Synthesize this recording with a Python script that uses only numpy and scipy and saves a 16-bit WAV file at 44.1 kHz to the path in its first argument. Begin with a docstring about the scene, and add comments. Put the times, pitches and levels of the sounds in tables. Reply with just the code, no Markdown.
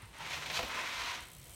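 """In the woods, some way off, a mountain bike rounds a banked dirt turn.
Its knobby tires hum, scrub through the dirt and throw grit. The chain and frame clatter and knock
as the bike is pressed into the turn, then it rolls out with the freewheel ticking.
Tree trunks scatter the sound, and a low rumble of air lies underneath."""
import sys
import numpy as np
from scipy import signal
from scipy.fft import rfft, irfft, next_fast_len
from scipy.io import wavfile
from scipy.ndimage import map_coordinates

SR = 44100
rng = np.random.default_rng(int(sys.argv[2]) if len(sys.argv) > 2 else 0)


def master_out(mix):
    """Clip the mix to full scale and print it as 16-bit PCM to the path in sys.argv[1]."""
    frames = np.transpose(np.atleast_2d(mix))
    ceiling = np.clip(frames, -1, 1)
    pcm = np.round(ceiling * 32767).astype(np.int16)
    wavfile.write(sys.argv[1], SR, pcm)


N = 68355


def amp(db):
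    """Turn decibels into a number to multiply by."""
    return 10 ** (np.asarray(db) / 20)


def unit(x):
    """Scale a sound to an average strength (rms) of 1."""
    return x / np.sqrt(np.mean(x ** 2) + 1e-20)


def along(points, hz):
    """Read between the rows of a (frequency, value) table, with octaves evenly spaced."""
    freqs, values = np.transpose(points)
    return np.interp(np.log(hz + 1), np.log(freqs + 1), values)


def curves(rows):
    """Join the rows of a time table with straight lines: one curve per column after the time."""
    times, *columns = np.transpose(rows)
    return [np.interp(np.arange(N) / SR, times, column) for column in columns]


def wobble(per_s):
    """A smooth curve through per_s random values a second."""
    return map_coordinates(rng.standard_normal(N // 8), [np.arange(N) * per_s / SR], mode="wrap")


def filtered(x, response):
    """Turn each frequency up or down by the factor response(hz)."""
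    size = next_fast_len(N + SR // 2)
    return irfft(rfft(x, size) * response(np.fft.rfftfreq(size, 1 / SR)), size)[:N]


def coloured(x, tone):
    """Give a sound the bass and treble of a tone table, at strength 1."""
    return unit(filtered(x, lambda hz: amp(along(tone, hz))))


def noise(tone):
    """A steady rush with the given tone."""
    return coloured(rng.standard_normal(N), tone)


def grains(per_s, spread_db):
    """Tiny impacts at random moments, a few much stronger than the rest."""
    sizes = amp(spread_db * np.minimum(rng.exponential(size=N), 4))
    return unit((rng.random(N) < per_s / SR) * sizes * rng.choice([-1, 1], N))


def since(start):
    """Seconds since start, zero before it."""
    return np.maximum(np.arange(N) / SR - start, 0)


def sine(start, hz):
    """A pure note that begins at start."""
    return np.sin(2 * np.pi * hz * since(start))


def strike(start, rise_s, fade_s):
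    """The loudness of a hit: a quick rise, and a fall of 60 dB every fade_s."""
    t = since(start)
    return (1 - np.exp(-t / rise_s)) * amp(-60 * t / fade_s)


# tone of the air (frequency [Hz], level [dB])
AIR_TONE = [(20, -22), (35, -7), (60, 2.5), (110, -4), (200, -13), (400, -14.5), (1000, -33), (3000, -36),
            (5000, -57), (8000, -24.5), (11000, -30.5), (15500, -37)]
def air():
    """The air rumbles steadily, with a faint hiss on top."""
    return amp(-58.5) * noise(AIR_TONE)


# how long the echo lasts (frequency [Hz], time to fade by 60 dB [s])
ECHO_FADE = [(150, 0.9), (1500, 0.22), (5000, 0.093), (14000, 0.42)]
def trunk_echo(x):
    """Trunks scatter the sound into a soft echo; the bass lingers longest."""
    hz, t, bands = signal.stft(rng.standard_normal(SR // 2), SR, nperseg=256)
    fade = amp(-60 * t / along(ECHO_FADE, hz)[:, None])
    tail = signal.istft(bands * fade, SR, nperseg=256)[1]
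    return signal.fftconvolve(x, tail / np.linalg.norm(tail))[:N]


# thumps in the ground (time [s], pitch [Hz], level [dB])
THUMPS = [(0.029, 102.7, -38), (.588, 101, -42.5), (0.631, 60, -34.5), (1.222, 63.7, -42)]
def ground_thumps():
    """Dull thumps come through the ground, each a short bass note."""
    return sum(amp(db) * strike(s, rise_s=.006, fade_s=.095) * sine(s, hz) for s, hz, db in THUMPS)


# hum of the tire knobs (time [s], pitch [Hz], level [dB])
TREAD_HUM = [(.14, 153.6, -80), (.22, 151.6, -56.5), (.3, 148.7, -61.5), (.4, 144, -54.5),
             (.46, 152.6, -65), (.53, 157.3, -54.5), (.7, 150, -72.5), (1.2, 140.3, -79),
             (1.35, 151.4, -59.5), (1.45, 142, -59.5), (1.55, 137.5, -74.5)]
def tread_hum():
    """The rows of knobs drum an unsteady hum on the hard ground."""
    hz, db = curves(TREAD_HUM)
    wavering_hz = hz * (1 + .09 * wobble(per_s=90))
    phase = 2 * np.pi * np.cumsum(wavering_hz) / SR
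    return np.sqrt(2) * amp(db + 2.5 * wobble(per_s=50.16)) * np.sin(phase)


# loudness of the slack chain (time [s], level [dB])
RATTLE_LEVEL = [(.25, -85), (.3, -61), (.42, -70), (.49, -61), (.56, -53), (.65, -59), (.72, -68),
                (.8, -87)]
# tone of its links (frequency [Hz], level [dB])
RATTLE_TONE = [(2000, -18), (4000, -7), (6300, -7), (9000, -3), (10500, -16), (12500, -6), (15500, -2)]
def chain_rattle(hits_per_s=110):
    """Loose links chatter over the rough stretch, a random run of dry little clicks."""
    hits = (rng.random(N) < hits_per_s / SR) * rng.uniform(.5, 1, N)
    one_hit = strike(0, rise_s=.00055, fade_s=.014)
    chatter = unit(signal.fftconvolve(hits, one_hit)[:N])
    return amp(curves(RATTLE_LEVEL)[0]) * chatter * noise(RATTLE_TONE)


# single clicks of the chain (time [s], level [dB], pitch [Hz])
CLICKS = [(0.0204, -49, 9300), (0.055, -55, 8200), (.074, -59, 9300), (.183, -49.5, 9300),
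          (0.301, -51, 9700), (.332, -54, 10000), (0.681, -45.5, 11500)]
# tone of their snap (frequency [Hz], level [dB])
CLICK_TONE = [(3000, -24), (7000, -2), (9300, 11), (12000, -4), (15500, -1)]
def chain_clicks():
    """Stray links click, each a dry snap with a tiny metal ping."""
    snap = noise(CLICK_TONE)
    return sum(amp(db) * strike(s, rise_s=.00055, fade_s=.02) * (snap + amp(-4) * sine(s, hz))
               for s, db, hz in CLICKS)


# speed of the freewheel's ticking (time [s], rate [ticks/s])
TICK_RATE = [(1.2035, 62), (1.39, 62), (1.42, 70), (1.49, 79), (1.515, 102)]
# loudness of the ticks (time [s], level [dB])
TICK_LEVEL = [(1.2, -49.5), (1.29, -49.5), (1.45, -49), (1.54, -49)]
# tone of a tick (frequency [Hz], level [dB])
TICK_TONE = [(1500, -27), (3200, -26), (4700, -5), (6000, 0.5), (9500, 1.5), (10500, 0.5), (13000, 2),
             (15500, -2)]
# where the wheel's hub rings (frequency [Hz], width [Hz], level [dB])
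HUB_RINGS = [(3130, 250, -6), (8060, 300, 1), (9046, 240, -8), (9560, 210, -4)]
def freewheel(jitter_s=.0008, scatter_db=1.1, rise_s=.0012):
    """As the rider coasts, small catches tick ever faster over teeth; each tick rings the hub."""
    def hub_peaks(f):
        return sum(amp(db) / (1 + (2 * (f - hz) / width) ** 2) for hz, width, db in HUB_RINGS)

    rate, level = curves(TICK_RATE)[0], curves(TICK_LEVEL)[0]
    coasting = since(TICK_RATE[0][0]) > 0
    teeth_passed = np.ceil(np.cumsum(rate * coasting) / SR)
    ticks = [(i / SR + jitter_s * rng.normal(), level[i] + scatter_db * rng.normal())
             for i in np.flatnonzero(np.diff(teeth_passed))]
    snap = noise(TICK_TONE)
    hub = amp(-5) * unit(filtered(rng.standard_normal(N), hub_peaks))
    return sum(amp(db) * (snap * strike(s, rise_s, fade_s=.03) + hub * strike(s, rise_s, fade_s=.04))
               for s, db in ticks)


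# jolts from bumps (time [s], level [dB])
JOLTS = [(.305, -41), (.331, -42), (.4585, -36), (.4995, -34), (.569, -33.5), (.589, -39), (.627, -39.5)]
# tone of the clatter (frequency [Hz], level [dB])
CLATTER_TONE = [(200, -45), (700, -1), (1200, -6), (2400, 2.5), (4000, -7), (7000, -17.5), (15000, -36)]
def clatter():
    """Chain and frame clatter over the bumps, one burst of noise for each."""
    return noise(CLATTER_TONE) * sum(amp(db) * strike(s, rise_s=.0006, fade_s=.11) for s, db in JOLTS)


# the hardest bumps (time [s], level [dB])
KNOCKS = [(.5895, -33), (.627, -38)]
# tone of their thud (frequency [Hz], level [dB])
THUD_TONE = [(150, -5), (350, -10.5), (520, -14), (680, -2), (820, 0.5), (1000, 0.5), (1270, -4.5),
             (1600, -8), (4000, -33)]
# notes the frame rings at (pitch [Hz], level [dB], time to fade by 60 dB [s])
FRAME_NOTES = [(365, -14, .14), (510, -2, .17), (678, 0, .16)]
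def frame_knocks(rise_s=.0011):
    """The bike bottoms out with a hollow thud; its frame rings a little differently each time."""
    thud = noise(THUD_TONE)
    knocks = np.zeros(N)
    for s, db in KNOCKS:
        ring = sum(amp(note_db + rng.normal()) * sine(s, hz) * strike(s, rise_s, fade_s)
                   for hz, note_db, fade_s in FRAME_NOTES)
        knocks += amp(db) * (thud * strike(s, rise_s, fade_s=.077) + amp(-4.5) * ring)
    return knocks


# rasp of the tire's casing (time [s], pitch [Hz], level [dB])
RASP = [(.18, 890, -72), (.205, 883.7, -50.5), (.26, 920, -56), (.37, 1029, -52), (.45, 1028, -58),
        (.7, 980, -53), (.815, 986.6, -44.5), (.9, 986, -62), (1.01, 1016, -50.5), (1.12, 1010, -49.5),
        (1.2, 980, -58), (1.24, 985, -85)]
def tire_rasp(width_hz=170):
    """Slipping side knobs shake the tire: a narrow band of noise with a wandering pitch."""
    hz, db = curves(RASP)
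    phase = 2 * np.pi * np.cumsum(hz) / SR
    return amp(db) * unit(wobble(width_hz) * np.sin(phase) + wobble(width_hz) * np.cos(phase))


# loudness of the tires' roar (time [s], level [dB])
ROAR_LEVEL = [(.1, -68.5), (.27, -57), (.43, -56), (.56, -54), (.66, -48), (.705, -58), (.76, -48),
              (.95, -58), (1.19, -55.5), (1.25, -68.5), (1.4, -67.5)]
# tone of packed earth (frequency [Hz], level [dB])
EARTH_TONE = [(60, -15), (180, -8), (280, -2), (420, -4.5), (560, -0.5), (700, -1), (950, -6.5),
              (1600, -17), (4000, -93)]
def earth_roar():
    """The tires roll over packed earth with a low roar."""
    return amp(curves(ROAR_LEVEL)[0]) * noise(EARTH_TONE)


# loudness of the flying grit (time [s], level [dB])
SPRAY_LEVEL = [(0, -75), (.13, -65), (.28, -50.5), (.335, -42.5), (.39, -50), (.45, -48.5), (.52, -47),
               (.548, -38), (.575, -37), (.61, -44.5), (.66, -47.5), (.75, -54), (.88, -49), (1.02, -44.5),
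               (1.15, -45.5), (1.3, -64)]
# tone of the grit (frequency [Hz], level [dB])
GRIT_TONE = [(800, -55), (1900, 2.5), (2600, 3.5), (3200, 6), (4200, 4.5), (4900, -1), (6300, -0.5),
             (8000, -10.5), (10400, -16.5), (12000, -12.5), (15500, -29)]
def grit_spray():
    """The tires throw fine grit; thousands of tiny hits blur into a hiss."""
    return amp(curves(SPRAY_LEVEL)[0]) * coloured(grains(per_s=7000, spread_db=2.8), GRIT_TONE)


# loudness of the scrubbing (time [s], level [dB])
SCRUB_LEVEL = [(0, -56.5), (.035, -55), (.09, -65), (.15, -53.5), (.188, -53.5), (.205, -47), (.25, -44.5),
               (.31, -44.5), (.378, -42), (.4, -49), (.43, -42), (.453, -48.5), (.497, -60), (.555, -38.5),
               (.61, -52.5), (.685, -44), (.715, -39), (.772, -38), (.835, -40.5), (.93, -42), (1.005, -39),
               (1.15, -43.5), (1.205, -48), (1.235, -52.5), (1.33, -63), (1.55, -64.5)]
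# tone of loose dirt (frequency [Hz], level [dB])
DIRT_TONE = [(200, -31), (560, -14.5), (680, -7.5), (780, -10), (950, 1.5), (1150, -1), (1320, 0.5),
             (1600, -2.5), (2100, 1), (3200, -4.5), (4200, -10), (4900, -12.5), (6300, -14.5), (8000, -22),
             (10500, -28), (15500, -32)]
# tone of small stones (frequency [Hz], level [dB])
STONE_TONE = [(700, -16), (1800, 6.5), (3500, -2), (6500, -9), (9000, -5), (15000, -48)]
def dirt_scrub(grain_share=.45):
    """Knobs scrub through loose dirt: a grainy rush dotted with snapping stones."""
    crunch = np.sqrt(grain_share) * grains(per_s=2500, spread_db=2.5)
    rush = np.sqrt(1 - grain_share) * rng.standard_normal(N)
    stones = amp(-16) * coloured(grains(per_s=150, spread_db=1.5), STONE_TONE)
    return amp(curves(SCRUB_LEVEL)[0]) * (coloured(crunch + rush, DIRT_TONE) + stones)


def scene():
    """The bike among the trees, over the rumble of the air."""
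    tires = dirt_scrub() + earth_roar() + grit_spray()
    tires *= amp(.77 * wobble(per_s=60.1))  # the ground shakes the tires, so their level flutters
    tires += tire_rasp()
    bike = clatter() + frame_knocks() + chain_clicks() + freewheel() + chain_rattle()
    echo = trunk_echo(amp(-12.5) * tires + amp(-11) * bike)
    return (tires + bike + echo + tread_hum() + ground_thumps() + air())[None]


TOP_HZ = 15850
def record(dry):
    """Cut away the very highest treble."""
    return np.array([filtered(x, lambda hz: hz < TOP_HZ) for x in dry])


dry = scene()
out = record(dry)
master_out(out)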